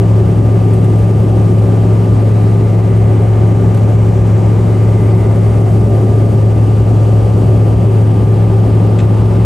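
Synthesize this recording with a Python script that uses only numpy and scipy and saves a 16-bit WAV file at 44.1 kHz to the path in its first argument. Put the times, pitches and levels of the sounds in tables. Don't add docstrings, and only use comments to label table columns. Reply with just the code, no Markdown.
import sys
import numpy as np
from scipy import signal
from scipy.fft import rfft, irfft
from scipy.io import wavfile
from scipy.ndimage import uniform_filter1d, minimum_filter1d

SR = 44100
rng = np.random.default_rng(int(sys.argv[2]) if len(sys.argv) > 2 else 0)


def to_wav(sig):
    pcm = np.clip(np.atleast_2d(sig), -1, 1) * 32767
    pcm = np.round(pcm).astype(np.int16)
    wavfile.write(sys.argv[1], SR, pcm.T)


def rack_gain(trim_db):
    fader = np.asarray(trim_db, float)
    return 10 ** (fader / 20)


N = 416744
TIME_S = np.arange(N) / SR
SPECTRUM_HZ = np.arange(N // 2 + 1) * SR / N


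def drift(rate_hz):
    hop = 40
    pole = np.exp(-2 * np.pi * hop * rate_hz / SR)
    noise = rng.standard_normal(N // hop + 4002)
    slow = signal.lfilter([1], [1, -2 * pole, pole * pole], noise)[4000:]
    slow = (slow - slow.mean()) / slow.std()
    return np.interp(np.arange(N) / hop, np.arange(len(slow)), slow)


def tone(hz, level_db, pan_db, lead_rad):
    phase = 2 * np.pi * (hz * TIME_S + rng.random())
    side = np.array([[.5], [-.5]])
    return np.sqrt(2) * rack_gain(level_db + pan_db * side) * np.sin(phase + lead_rad * side)


def engines():
    fan_hz, core_hz, blades = 66.37, 107.75, 18
    # start_s, level_db
    beat_levels = [(0, -19), (4.5, -20.5), (6.5, -25.5), (8, -22), (9.45, -22)]
    # fan_multiple, core_multiple, rms_db, left_right_db, left_lead_rad, waver_db
    orders = [(4, 0, -42, 0, 3.1, 2.0), (36, 0, -63.5, 0, 0, 2.0), (54, 0, -73, 0, 0, 2.0),
              (0, 20, -64, 0, 0, 2.0), (0, 36, -69, 0, 0, 3.0)]
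    beat_db = np.interp(TIME_S, *np.transpose(beat_levels))
    whine_db = -39 + 0.5 * drift(0.18)
    out = tone(core_hz, -8.5, pan_db=1.2, lead_rad=0.13)
    out += tone(core_hz + fan_hz, beat_db, pan_db=1.5, lead_rad=0.16)
    out += tone(blades * fan_hz, whine_db, pan_db=-3.5, lead_rad=1.48)
    for fan, core, level_db, pan_db, lead_rad, waver_db in orders:
        order_hz = fan * fan_hz + core * core_hz
        out += tone(order_hz, level_db + waver_db * drift(1.2), pan_db, lead_rad)
    return out


def at_hz(points, column=1):
    log_hz = np.log(np.maximum(SPECTRUM_HZ, 1))
    points = np.array(points)
    return np.interp(log_hz, np.log(points[:, 0]), points[:, column])


def coloured(density):
    inside = (SPECTRUM_HZ > density[0][0]) & (SPECTRUM_HZ <= density[-1][0])
    white = rfft(rng.standard_normal(N))
    return white * rack_gain(at_hz(density)) * np.sqrt(SR / 2) * inside


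def at_ports(spectrum):
    # frequency_hz, left_right_db, left_lead_rad
    offsets = [(130, .5, .09), (200, 1.4, .05), (300, 3.5, .1), (400, -.5, 0), (500, 2, -.28),
               (700, .5, -.7), (900, 6, .2), (1100, 2, .3), (1800, 1.2, 0), (2200, .6, .1), (2750, .6, .1),
               (2900, 0, 0)]
    # frequency_hz, left_lag_turns
    lag = [(7500, 0), (7600, -.05), (8200, -.05), (8300, 0), (8900, 0), (9000, .12), (9500, .3),
           (10000, .43), (10280, .5), (10600, .61), (11000, .73), (11600, .89), (11750, 1)]
    lead_rad = at_hz(offsets, column=2) - 2 * np.pi * at_hz(lag)
    left = rack_gain(at_hz(offsets) / 2) * np.exp(.5j * lead_rad)
    return irfft(spectrum * np.array([left, 1 / left]), N)


def wall():
    # centre_hz, half_width_hz (to 1/e of the decibels), gain_db
    bells = [(242, 17, -1.5), (571, 18, 2.5), (657, 35, -2.5), (686, 16, 1.5), (1054, 18, 2),
             (1155, 56, -1.5), (4100, 350, -2)]
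    gain_db = sum(peak_db * np.exp(-((SPECTRUM_HZ - centre_hz) / width_hz) ** 2)
                  for centre_hz, width_hz, peak_db in bells)
    return rack_gain(gain_db)


def airflow(gust_db, flicker_db):
    # frequency_hz, density_db_per_hz
    roar_density = [(30, -49), (42, -60), (55, -44.5), (63, -34), (95, -39.5), (125, -36.5), (160, -40),
                    (220, -41.5), (300, -44.5), (340, -47), (375, -40.5), (455, -49), (570, -51),
                    (800, -55)]
    # frequency_hz, density_db_per_hz
    rush_density = [(800, -56.5), (1000, -63.5), (1400, -69.5), (1900, -74), (2050, -74), (2300, -75),
                    (3000, -76.5), (3500, -82), (5000, -85), (6500, -86), (8500, -85), (10300, -83),
                    (11800, -90), (13000, -108.4)]
    patch_edges = [800, 1500, 2500, 3500, 5500, 8000, 13500]
    # frequency_hz, density_db_per_hz
    diffuse_density = [(30, -81.1), (60, -69), (95, -61), (150, -63.5), (250, -62), (290, -57),
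                       (345, -56.5), (370, -53.5), (450, -57), (600, -59), (880, -62), (1100, -70.5),
                       (1500, -78.5), (2000, -82.5)]
    # frequency_hz, density_db_per_hz
    diffuse_treble = [(8950, -102), (10000, -97), (10280, -110), (10600, -94), (11650, -104)]
    wall_gain = wall()
    out = at_ports(coloured(roar_density) * wall_gain) * rack_gain(gust_db * drift(0.67))
    rush = coloured(rush_density) * wall_gain
    for low_hz, high_hz in zip(patch_edges, patch_edges[1:]):
        patch = at_ports(rush * (SPECTRUM_HZ >= low_hz) * (SPECTRUM_HZ < high_hz))
        out += patch * rack_gain(gust_db * drift(0.31) + flicker_db * drift(13.0))
    diffuse = coloured(diffuse_density) + coloured(diffuse_treble)
    return out + irfft(diffuse, N) * [[1], [-1]]


def resonate(x, hz, width_hz):
    r = np.exp(-np.pi * width_hz / SR)
    feedback = [1, -2 * r * np.cos(2 * np.pi * hz / SR), r * r]
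    return signal.lfilter([(1 - r * r) / 2, 0, (r * r - 1) / 2], feedback, x + 1e-18)


def hollows():
    # centre_hz, stage_width_hz (of two in cascade), level_db (before surges), swell_db
    noise_bands = [(374, 34, -30.5, 2.5), (2044, 270, -55.5, 1.5), (4600, 600, -64.5, 0.5),
                   (4010, 600, -61, 2)]
    # noise_band_row, middle_s, half_length_s, rise_db
    surges = [(1, 2.9, .55, 7), (1, 5.1, .6, 8.5), (2, 7.2, 1.5, 7.5), (3, 5.3, .55, -12)]
    # frequency_hz, density_db_per_hz
    top_hiss = [(14500, -116), (15000, -107), (15400, -97), (15700, -103)]
    out = np.zeros(N)
    for row, (centre_hz, width_hz, level_db, swell_db) in enumerate(noise_bands):
        band = resonate(rng.standard_normal(N), centre_hz, width_hz)
        band = resonate(band, centre_hz, width_hz)
        band_db = level_db + swell_db * drift(0.45)
        for surge_row, middle_s, half_s, rise_db in surges:
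            if surge_row == row:
                band_db = band_db + rise_db * np.exp(-((TIME_S - middle_s) / half_s) ** 2)
        out += band / band.std() * rack_gain(band_db)
    return at_ports(rfft(out)) + irfft(coloured(top_hiss), N)


def ticks(tail_db, tail_s):
    # start_s, level_db (before the panel), bright_part_db (against it), length_s
    scuffs = [(.7327, -36, -3, .012), (0.842, -35, -8, .008), (3.743, -33.5, -6, .009),
              (3.77, -34, -10, 0.0099), (8.986, -23, -32, 0.0096), (8.9985, -29, -32, 0.012)]
    # centre_hz, nominal_width_hz, gain_db
    modes = [(390, 120, 3), (1500, 590, -1.5), (1890, 500, -7), (2560, 370, -2), (3420, 750, -3.5),
             (4260, 800, -13), (5700, 900, -14), (7100, 1300, -9), (8800, 1400, 4), (10800, 1300, 6)]
    split_hz = 7800
    bright, dull = np.zeros(N), np.zeros(N)
    for start_s, level_db, bright_db, length_s in scuffs:
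        since_s = np.maximum(TIME_S - start_s, 0)
        scuff = np.sin(np.pi * np.clip(since_s / length_s, 0, 1)) ** .5
        tail = rack_gain(tail_db) * (TIME_S > start_s) * np.exp(-since_s / tail_s)
        dull += rack_gain(level_db) * (scuff + tail)
        bright += rack_gain(level_db + bright_db) * (scuff + tail)
    out = np.zeros(N)
    for centre_hz, width_hz, gain_db in modes:
        envelope = bright if centre_hz > split_hz else dull
        strike = rng.standard_normal(N) * envelope * np.sqrt(SR / width_hz) / 5.8
        stage_hz = 1.3 * width_hz
        ring = resonate(resonate(strike, centre_hz, stage_hz), centre_hz, stage_hz)
        out += rack_gain(gain_db) * ring
    soften = signal.butter(12, 12300, fs=SR, output="sos")
    return at_ports(rfft(signal.sosfilt(soften, out)))


def scene():
    trim = ticks(tail_db=-2.5, tail_s=.02)
    return engines() + airflow(gust_db=0.66, flicker_db=0.3) + hollows() + trim


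def roll_off(x):
    return signal.sosfilt(signal.butter(12, 15710, fs=SR, output="sos"), x)


def record(dry):
    ceiling_db, release_db_per_s, window = -0.76, 63.5, 301
    peak_db = 20 * np.log10(np.abs(dry).max(axis=0) + 1e-9)
    over_db = np.maximum(peak_db - ceiling_db, 0)
    ramp_db = release_db_per_s * TIME_S
    held_db = np.maximum.accumulate(over_db + ramp_db) - ramp_db
    ahead_db = -minimum_filter1d(-held_db, size=window)
    mix = dry * rack_gain(-uniform_filter1d(ahead_db, size=window))
    return roll_off(mix)


dry = scene()
out = record(dry)
to_wav(out)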